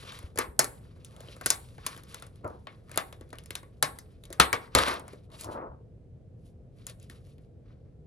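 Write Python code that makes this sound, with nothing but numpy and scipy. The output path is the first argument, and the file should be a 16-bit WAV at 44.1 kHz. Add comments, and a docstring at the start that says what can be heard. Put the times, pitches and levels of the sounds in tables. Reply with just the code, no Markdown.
"""Prying a plastic lid off a box

A thin plastic lid is pried off a food box on a desk in a quiet office, close to a pair of microphone ports.
Ventilation rumbles as coloured stereo noise; hand and box bump the desk as dying sines.
Fingers and rim rub and the box slides: dense random slips filtered by body colours.
The rim buckles in snaps and ticks: millisecond slip bursts excite ringing bands, sheet modes and a pitched patch."""
import sys
import numpy as np
from scipy import signal
from scipy.fft import rfft, irfft, next_fast_len
from scipy.io import wavfile

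SR = 44100
rng = np.random.default_rng(int(sys.argv[2]) if len(sys.argv) > 2 else 0)


def wav_record(signal):
    """Record a signal, one row per channel, as 16-bit PCM in the file named by sys.argv[1]."""
    frames = np.transpose(np.atleast_2d(signal))
    bounded = np.clip(frames, -1, 1)
    # unit amplitude maps onto the largest positive 16-bit level
    quanta = np.round(bounded * 32767).astype(np.int16)
    wavfile.write(sys.argv[1], SR, quanta)


N = 355446


def from_db(db):
    """Amplitude gain of a level in dB."""
    return 10 ** (np.asarray(db) / 20)


def rms_one(x):
    """Scale to rms 1."""
    return x / np.sqrt(np.mean(x ** 2) + 1e-20)


def panned(db):
    """Left and right gains for a left-minus-right level gap."""
    return from_db([[db / 2], [-db / 2]])


def at_hz(points, hz):
    """Interpolate a curve on a log-frequency axis."""
    p = np.array(points)
    return np.interp(np.log(np.maximum(hz, 1)), np.log(np.maximum(p[:, 0], 1)), p[:, 1])


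def coloured(x, response):
    """Filter x by a response given as a function of Hz."""
    size = next_fast_len(x.shape[-1] + 4096)
    hz = np.arange(size // 2 + 1) * SR / size
    return irfft(rfft(x, size) * response(hz), size)[..., :x.shape[-1]]


def band(x, low_hz, high_hz):
    """Butterworth band-pass."""
    sos = signal.butter(3, [low_hz, high_hz], "band", fs=SR, output="sos")
    return signal.sosfilt(sos, x + 1e-18)


def drift(rate_hz):
    """Slow random curve of rms 1: noise through two equal poles, computed every 40 samples."""
    step = 40
    r = np.exp(-2 * np.pi * rate_hz * step / SR)
    noise = rng.standard_normal(N // step + 2002)
    slow = signal.lfilter([1], [1, -2 * r, r * r], noise)[2000:]
    return np.interp(np.arange(N) / step, np.arange(len(slow)), rms_one(slow))


def grains(per_s, spread_db, length):
    """Tiny slips at random moments, a few much larger than the rest; rms 1."""
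    sizes_db = spread_db * np.minimum(rng.exponential(1, length), 5)
    sizes = from_db(sizes_db) * rng.choice([-1, 1], length)
    return rms_one(sizes * (rng.random(length) < per_s / SR))


# ventilation spectrum: f/Hz, relative level/dB
AIR_SPECTRUM = [(12, -55), (20, -34), (38, -9.5), (113, -4), (210, -17), (248, -19.5), (347, -24.5),
                (472, -20.5), (513, -22.5), (574, -30.5), (624, -28.5), (923, -48), (11400, -72.5),
                (16000, -71.5)]
# left-right likeness of the ventilation: f/Hz, likeness/0..1
AIR_LIKENESS = [(40, 1), (200, 0.84), (800, 0.46), (4000, 0.18)]
AIR_DB = -50


def ventilation():
    """Air noise as mid and side: alike in both ports in the bass, less so above, gently wavering."""
    mid, side = rng.standard_normal((2, N + SR))   # half a second spare at each end

    def mid_gain(hz):
        return from_db(at_hz(AIR_SPECTRUM, hz)) * np.sqrt(1 + at_hz(AIR_LIKENESS, hz))

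    def side_gain(hz):
        return from_db(at_hz(AIR_SPECTRUM, hz)) * np.sqrt(1 - at_hz(AIR_LIKENESS, hz))

    stereo = coloured(mid, mid_gain) + coloured(side, side_gain) * [[1], [-1]]
    level = from_db(AIR_DB + 0.1 * drift(6.6))
    return level * rms_one(stereo[:, SR // 2:SR // 2 + N])


# room decay: f/Hz, t60/s
OFFICE_T60 = [(100, 0.9), (500, 0.51), (2000, 0.31), (6000, 0.17), (14000, 0.42)]
OFFICE_DB = -18.5


def office(x):
    """Diffuse tail, its own in each channel: octave noise bands with their own decays, duller on top."""
    t, tail = np.arange(SR // 2) / SR, 0
    white = rng.standard_normal((2, SR // 2))
    for hz in 90 * 2.0 ** np.arange(8):
        decay = from_db(-60 * t / at_hz(OFFICE_T60, hz) - 1.3 * hz / 5000)
        tail = tail + band(white, hz / np.sqrt(2), hz * np.sqrt(2)) * decay
    tail = tail * (1 - np.exp(-t / 0.006))   # reflections thicken over the first milliseconds
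    tail = tail / np.sqrt(np.sum(tail ** 2, axis=1, keepdims=True))
    mono = x.mean(axis=0, keepdims=True)
    return from_db(OFFICE_DB) * signal.fftconvolve(mono, tail, axes=1)[:, :N]


# soft bumps of hand and box through the desk: t/s, relative level/dB, f/Hz, t60/s
THUMPS = [(0.241, -28, 74.8, 0.07), (.37, -44, 106.7, 0.35), (0.487, -34.5, 62, 0.11),
          (0.595, -37.5, 142, .15), (1.46, -35.5, 131.5, 0.071), (2.449, -36, 101, 0.15),
          (2.974, -42, 192, 0.13), (3.829, -33, 142, 0.1), (4.399, -25, 170.3, .1),
          (4.403, -29, 66.5, 0.25), (4.532, -35, 100, 0.089), (4.751, -27, 65.3, 0.31),
          (4.75, -23, 101.6, 0.12), (4.792, -25.5, 88.1, 0.071), (5.459, -38, 106, .13),
          (5.70, -37.5, 73, 0.11)]


def thumps():
    """A soft push sets the desk top swinging: a sine with a soft onset and exponential decay."""
    out, t = np.zeros(N + SR // 2), np.arange(SR // 2) / SR
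    for s, level_db, hz, t60_s in THUMPS:
        onset = 1 - np.exp(-t / 0.0025)
        decay = from_db(level_db + 3.5 - 60 * t / t60_s)
        out[round(s * SR):][:len(t)] += np.sin(2 * np.pi * hz * t) * decay * onset
    return out[:N] * panned(1.5)


SWELL_DB = 30   # rise over one swell time, fall over one fade time
ARCH = 1.4   # exponent: roundness of a stroke's top


def contact(rows, level_db):
    """Gain over time: each stroke arches up to its level and down again; powers add."""
    s, swell_s, fade_s = np.array(rows).T[:3, :, None]
    t = np.arange(0, N + 64, 64) / SR
    away = np.where(t < s, (s - t) / swell_s, (t - s) / fade_s)
    arch_db = np.reshape(level_db, (-1, 1)) - SWELL_DB * away ** ARCH
    power = from_db(2 * arch_db).sum(axis=0)
    return np.interp(np.arange(N) / SR, t, np.sqrt(power))


def friction(spectrum, per_s, spread_db, clumps, crinkle=0):
    """Dense slips in uneven clumps, plus lone crinkles, through a body colour; rms 1."""
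    slips = grains(per_s, spread_db, N) * clumps + crinkle
    return rms_one(coloured(slips, lambda hz: from_db(at_hz(spectrum, hz))))


# friction colours of plastic scrape, squeeze and hiss, and of the desk: f/Hz, relative level/dB
SCRAPE_SPECTRUM = [(300, -51), (600, -8), (1100, 7.5), (2200, -2.5), (3000, -19), (6000, -56)]
SQUEEZE_SPECTRUM = [(700, -52), (1500, -17.5), (2400, -2), (3500, -2.5), (4300, -3.5), (5500, -10),
                    (12000, -53.5)]
HISS_SPECTRUM = [(1500, -43.5), (3500, -8.5), (5000, -7.5), (8000, -4), (11000, -4.5), (13000, -4.5),
                 (16000, -16)]
DESK_SPECTRUM = [(100, -29.5), (200, 1), (450, 5.5), (900, 4), (1300, -2), (1900, -22), (2800, -44.5),
                 (4500, -73.5)]
# skin and rim on plastic: t of firmest contact/s, swell/s, fade/s, squeeze level/dB,
# brightness/dB (raises hiss, lowers scrape); levels before panning
STROKES = [(.12, 1, 0.18, -57, -2), (.26, 0.078, 0.044, -65, -3), (.41, .03, 0.068, -50.5, -17),
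           (.66, 0.042, 0.86, -76, -3.5), (1.3, 0.38, 0.32, -65, 0), (1.44, 0.016, 0.06, -61, 2.5),
           (1.56, 0.046, 0.53, -69, 1), (1.87, 0.084, 0.21, -54.5, -4), (2.1, 0.04, 0.24, -60.5, -0.5),
           (2.24, 0.19, 0.11, -71, -1), (2.47, 0.031, 0.34, -80.5, 2.5), (2.719, .06, 0.12, -71, -5),
           (2.93, 0.084, 0.25, -65, -4.5), (3.2, 0.13, 0.11, -88.5, -2.5), (3.48, 0.26, 0.18, -78, -6.5),
           (3.9, 0.047, 0.79, -75.5, -2), (4.26, 0.052, 0.053, -74, -0.5), (4.32, 0.072, 0.36, -74, -14.5),
           (4.62, .08, .15, -63.5, -8), (4.789, 0.039, 0.097, -29.5, -5.5), (4.89, .14, 0.12, -38, -6),
           (5.12, 0.14, .14, -67, -2), (5.24, .02, 0.048, -78.5, 0.5), (5.34, 0.044, 0.26, -60.5, 0),
           (5.421, 0.072, 0.055, -53, 8), (5.53, 0.055, 0.049, -60, 1), (5.61, .1, 0.064, -84.5, -34),
           (6.47, .12, 0.095, -80, 6), (6.8, 0.092, 0.24, -72.5, -1), (6.879, 0.026, 0.071, -57.5, 3.5),
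           (7.029, .08, .15, -71.5, 2.5), (7.11, 0.024, 0.17, -64.5, 1), (7.27, 0.081, 0.14, -73, 2.5),
           (7.42, 0.058, 0.096, -80.5, -1), (7.7, .13, .2, -84.5, -11), (7.86, .3, .12, -94, -9)]
# box or lid dragged over the desk: t of firmest contact/s, swell/s, fade/s, level before panning/dB
DRAGS = [(.035, 0.022, 0.5, -57.5), (1.2, 0.25, 0.21, -57.5), (2.452, 0.016, 0.065, -31),
         (2.502, .05, 0.13, -49), (4.76, 0.011, 0.14, -25.5), (4.88, 0.071, .22, -35),
         (5.342, 0.082, .12, -56), (5.49, 0.08, 0.13, -39.5), (5.6, 0.23, 0.18, -39)]
REST_UNTIL_S, REST_DB = 3.9, -87   # fingers stay on the box, barely moving
GRIP_DB = 1.6   # rms unevenness of the grip
HAND_PAN_DB = 2   # the hand works left of the microphone


def rubbing():
    """Plastic scrape, squeeze and hiss share strokes and grip unevenness; the desk drag is duller."""
    grip_db = GRIP_DB * drift(21.3)
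    crinkle = from_db(-14.5) * grains(90, 5.5, N)
    level_db, bright_db = np.array(STROKES).T[3:]
    rest = from_db(REST_DB) * (np.arange(N) < REST_UNTIL_S * SR)

    scrape_gain = contact(STROKES, level_db - bright_db - 1.5) + rest * from_db(5)
    scrape_clumps = from_db(grip_db + 0.98 * drift(35))
    scrape = scrape_gain * friction(SCRAPE_SPECTRUM, 6000, 4.6, scrape_clumps, 0.42 * crinkle)

    squeeze_gain = contact(STROKES, level_db) + rest
    squeeze_clumps = from_db(grip_db + 3.0 * drift(26))
    squeeze = squeeze_gain * friction(SQUEEZE_SPECTRUM, 8900, 1.9, squeeze_clumps, crinkle)

    hiss_gain = contact(STROKES, level_db + bright_db - 4) + rest * from_db(-1)
    hiss_clumps = from_db(grip_db + 2.0 * drift(35))
    hiss = hiss_gain * friction(HISS_SPECTRUM, 9700, 2.7, hiss_clumps, crinkle)

    drag_gain = contact(DRAGS, np.array(DRAGS)[:, 3])
    drag = drag_gain * friction(DESK_SPECTRUM, 4000, 3.1, from_db(1.3 * drift(41)))
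    return panned(HAND_PAN_DB) * (scrape + squeeze + drag) + hiss


# strongest modes of the sheet: f/Hz, width/Hz, relative prominence/dB before the 0.6 scaling
LID_MODES = [(647, 270, -10), (1134, 54, 12), (2170, 37, -7.5), (2220, 25, 1.5), (3520, 19, -1.5),
             (3810, 16, -1.5), (4250, 210, -11), (4260, 16, -4.5), (5200, 250, -9), (5600, 110, -20),
             (7000, 52, -11), (7940, 87, -11), (8600, 28, -15), (9660, 300, -11), (9600, 78, -1),
             (10630, 110, -9.5), (11400, 110, -16.5), (11640, 53, -16)]
MODES_DB = 2.5   # offset of all modes against the dense ringing


def lid_modes(hz):
    """Causal response of the sheet: flat dense ringing plus two-pole modes of alternating sign."""
    z, out = np.exp(-2j * np.pi * hz / SR), 1
    for k, (mode_hz, width_hz, db) in enumerate(LID_MODES):
        r = np.exp(-np.pi * width_hz / SR)
        poles = 1 - 2 * r * np.cos(2 * np.pi * mode_hz / SR) * z + r * r * z * z
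        mode = (1 - r * r) / 2 * (1 - z * z) / poles
        out = out + (-1) ** k * from_db(MODES_DB + 0.6 * db) * mode
    return out


# the sheet buckles or is tapped: t/s, relative body level/dB, then hollow knock/dB, clack/dB and
# treble tick/dB re body, f of the patch that gives/Hz, burst decay constant/ms
SNAPS = [(0.033, -52.5, 8.5, 0, -19, 3530, 2.8), (0.121, -39, -21, -12, -11, 3530, 2.5),
         (0.189, -49, -7, 6, 3.5, 1030, 2.3), (0.228, -45, 2, -13, -11, 920, 3.2),
         (0.358, -44, 4, -14, -5, 1304, 3.2), (0.375, -25, -1, -14, -9, 4440, 1.7),
         (0.387, -18.5, -4, -13, -3, 1187, 3.3), (0.442, -33.5, -8, -17, -19.5, 1060, 1.3),
         (0.592, -12, -6, -12, 2, 5510, 3.45), (0.643, -34.5, -9, -8.5, 3, 1376, 4.8),
         (0.962, -57, 12, -10.5, -23.5, 1027, 1.9), (1.047, -59.5, -6, 6.5, 18, 3570, 2.5),
         (1.164, -54, 3.5, 2.5, -5, 1300, 2.5), (1.205, -49, 8, -2, -1, 1563, 2.8),
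         (1.246, -56.5, 2, 2, -11.5, 2033, 2.3), (1.285, -54, 17.5, 8, -9, 3100, 1.7),
         (1.364, -46.5, -3, -16, -10.5, 1280, 5.3), (1.411, -34.5, -1.5, -16.5, -13, 1577, 4.6),
         (1.46, -27, -1, 4.5, 8.5, 1517, 4.5), (1.503, -18.5, -14, -3, 7.5, 5820, 2.7),
         (1.781, -40, -3.5, -20.5, -18.5, 840, 1.9), (1.864, -29.5, -4.5, 1, 4, 1090, 3.9),
         (1.964, -46, 1, -5, -5, 3180, 3.3), (1.976, -44.5, 1, -8, -2, 860, 1.8),
         (2.035, -56.5, -7, 2, 6, 3480, 1.8), (2.144, -37.5, -3, 1, 0.5, 1410, 1.7),
         (2.198, -54, 5, -4, -1, 1670, 2.5), (2.223, -37, -10, -3, -7.5, 1360, 1.9),
         (2.266, -55.5, 4, -4, 2, 1740, 2.5), (2.357, -60.5, 2.5, -2, -1.5, 802, 2.8),
         (2.409, -65, 16, -11, -17.5, 1167, 2.7), (2.445, -45, -0.5, -36, -15.5, 1017, 2.5),
         (2.477, -55.5, -3, -26, -0.5, 934, 2.2), (2.67, -32.5, -6, -2.5, -26.5, 1076, 2),
         (2.894, -46, -7.5, -11.5, -11.5, 1330, 2.5), (2.915, -40, -8.5, -9.5, -7.5, 2450, 3.1),
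         (2.942, -40, -5, -13, -16, 2160, 2.3), (2.959, -41.5, 5.5, -1, 1, 1490, 1.5),
         (2.975, -14.5, -13, -4.5, -7, 1230, 1.6), (3.126, -46.5, 8.5, 5.5, -1.5, 1340, 2.9),
         (3.21, -45, 6.5, -6, -8.5, 850, 2), (3.291, -68, -6, -6.5, 1.5, 1306, 2.5),
         (3.304, -61.5, 4, 7, 3.5, 3670, 1.9), (3.329, -35, -0.5, -19, -15.5, 1270, 3.1),
         (3.355, -54, 3, 1, -5, 1040, 1.8), (3.385, -47, -5, 7.5, 3.5, 2950, 1.25),
         (3.437, -61, 3, 3, 7, 4660, 1.5), (3.459, -55, 1, 4, 6.5, 5250, 2.2),
         (3.506, -38.5, -0.5, 4.5, 1.5, 1670, 2.1), (3.553, -32.5, -10, 2.5, 2.5, 3700, 2.45),
         (3.63, -45, 1, -13, -16, 1090, 2.8), (3.826, -14, -7.5, -3.5, -0.5, 1680, 2.5),
         (3.987, -46.5, -11.5, -3.5, 9, 2070, 2.1), (4.237, -53, -9, 2, 0.5, 3680, 3.3),
         (4.253, -55, 0, 3.5, 3.5, 3650, 3.1), (4.303, -49.5, 21, -4, 3.5, 1137, 0.83),
         (4.327, -43.5, -3, 0.5, 4, 1960, 4.3), (4.399, -2, -10.5, 4, -2.5, 1304, 0.83),
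         (4.529, -11, -7, -6.5, -9.5, 2270, 1.26), (4.75, -9.5, -8, 1, -3, 1220, 2),
         (4.786, -18.5, -19, 2, -7.5, 1304, 2.7), (4.863, -27, -18, -13, -17.5, 1112, 2.5),
         (4.881, -22.5, -27, -8, -14.5, 1140, 5.2), (4.94, -31, -16, -17.5, -14, 1040, 2.5),
         (4.996, -45.5, -5, -12, -3, 1020, 2.5), (5.08, -40.5, -10, -12, -8.5, 1274, 3),
         (5.132, -47, 12, -12.5, -9, 1030, 2.5), (5.302, -56.5, -11.5, -4.5, -14, 1060, 2.9),
         (5.317, -52.5, -5, -2, -9, 1050, 2.2), (5.41, -45, -8, -11.5, 4, 4080, 4.5),
         (5.444, -49, -2, -14, 10, 1033, 2.9), (6.867, -42, -9, -6.5, 5.5, 6280, 3.25),
         (6.897, -45.5, 4.5, -5.5, 0.5, 4280, 2.4), (6.999, -65.5, 6, -0.5, 6.5, 4740, 2.5),
         (7.028, -66, 5, 2, 9, 5040, 2.3), (7.098, -46, 3, 3, -1.5, 1850, 2.1),
         (7.268, -66, 5, -1, -1, 861, 2.6), (7.382, -60, 2.5, -1.5, -11, 2550, 2.6)]
# bands of sheet and box: f_low/Hz, f_high/Hz, t60/s before burst scaling,
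# ring/dB before RINGING_DB, relative level/dB, left-right gap/dB
BANDS = [(225, 560, 0.25, -12, -3, 1), (634.3, 2130, 0.14, -3, -8.5, 4), (1912, 3800, 0.14, -14, -5.5, 4),
         (4270, 6650, 0.088, -3.5, -12, 4), (7000, 16000, 0.15, -20, -0.5, 1.5)]
RINGING_DB = -4.5
RING_GAIN_PER_MS = 0.11   # added share of ring t60 per ms of burst
PATCH_DB, PATCH_CYCLES = -5.5, 24   # the patch falls 60 dB in this many of its own cycles


def snaps():
    """Each buckle is a slip burst dying in milliseconds; bands ring on, lows rising more slowly."""
    out, t = np.zeros((2, N)), np.arange(SR // 3) / SR
    tracks, patches = np.zeros((len(BANDS), N + len(t))), np.zeros(N + len(t))
    for s, body_db, hollow_db, clack_db, tick_db, patch_hz, burst_ms in SNAPS:
        at = round(s * SR)
        slips, ringing = grains(10000, 3.9, len(t)), rng.standard_normal((2, len(t)))
        slips[24] += 6.0   # sharp first give, 0.5 ms in
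        burst = slips * np.exp(-t / (burst_ms / 1000))
        lasting = 0.86 + RING_GAIN_PER_MS * burst_ms   # longer buckles ring longer
        rel_db = [hollow_db, 0, clack_db, tick_db, tick_db]
        for k, (low_hz, _, t60_s, ring_db, loud_db, _) in enumerate(BANDS):
            rise = 1 - np.exp(-t / (0.00016 + 0.1 / low_hz))
            ring = ringing[k % 2] * from_db(ring_db + RINGING_DB - 60 * t / (t60_s * lasting))
            gain = from_db(body_db + rel_db[k] + loud_db)
            tracks[k, at:at + len(t)] += gain * rise * (burst + ring)
        # two-pole resonator at the patch pitch
        r, w = from_db(-60 * patch_hz / PATCH_CYCLES / SR), 2 * np.pi * patch_hz / SR
        patch = signal.lfilter([0, 1], [1, -2 * r * np.cos(w), r * r], burst + 1e-18)
        patch_gain = from_db(body_db + max(0, clack_db, tick_db) + PATCH_DB)
        patches[at:at + len(t)] += patch_gain * patch / np.abs(patch).max()
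    for track, (low_hz, high_hz, *_, pan_db) in zip(tracks, BANDS):
        width_gain = np.sqrt(SR / 2 / (high_hz - low_hz))   # equal power for any bandwidth
        out += band(track[:N], low_hz, high_hz) * width_gain * panned(pan_db)
    return coloured(out, lid_modes) + patches[:N] * panned(4.0)


# phase between ports: f/Hz, left lead/rad (tapered to zero below 250 Hz)
PORTS = [(250, 0.5), (500, -0.74), (780, 2.5), (1290, 1.28), (1640, 1.35), (2240, 1.09), (4570, 1.29),
         (6720, -1), (7580, -1.77), (8010, -2), (9300, -5), (13000, -8.5), (14000, -10), (16600, -15.5)]


def scene():
    """Near sounds reach the ports with a phase gap; the room tail is diffuse, bass rumble and thumps alike in both."""
    near = snaps() + rubbing()

    def port_phase(hz):
        lead_rad = at_hz(PORTS, hz) * np.minimum(hz / 250, 1)
        return np.exp(.5j * np.outer([1, -1], lead_rad))

    return coloured(near, port_phase) + office(near) + thumps() + ventilation()


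# microphone response: f/Hz, level/dB
MIC_RESPONSE = [(100, 0.5), (7000, 6), (8400, 8), (10500, 7.5), (12500, 2), (13400, -9), (15000, -10.5),
                (17000, -10.5)]
CUTOFF_HZ = 17400


def record(dry):
    """Microphone colour, tanh-rounded peaks, then a steep low-pass."""
    heard = coloured(dry, lambda hz: from_db(at_hz(MIC_RESPONSE, hz)))
    rounded = 0.76 * np.tanh(heard / 0.93)
    return signal.sosfilt(signal.cheby2(14, 95, CUTOFF_HZ, fs=SR, output="sos"), rounded)


dry = scene()
out = record(dry)
wav_record(out)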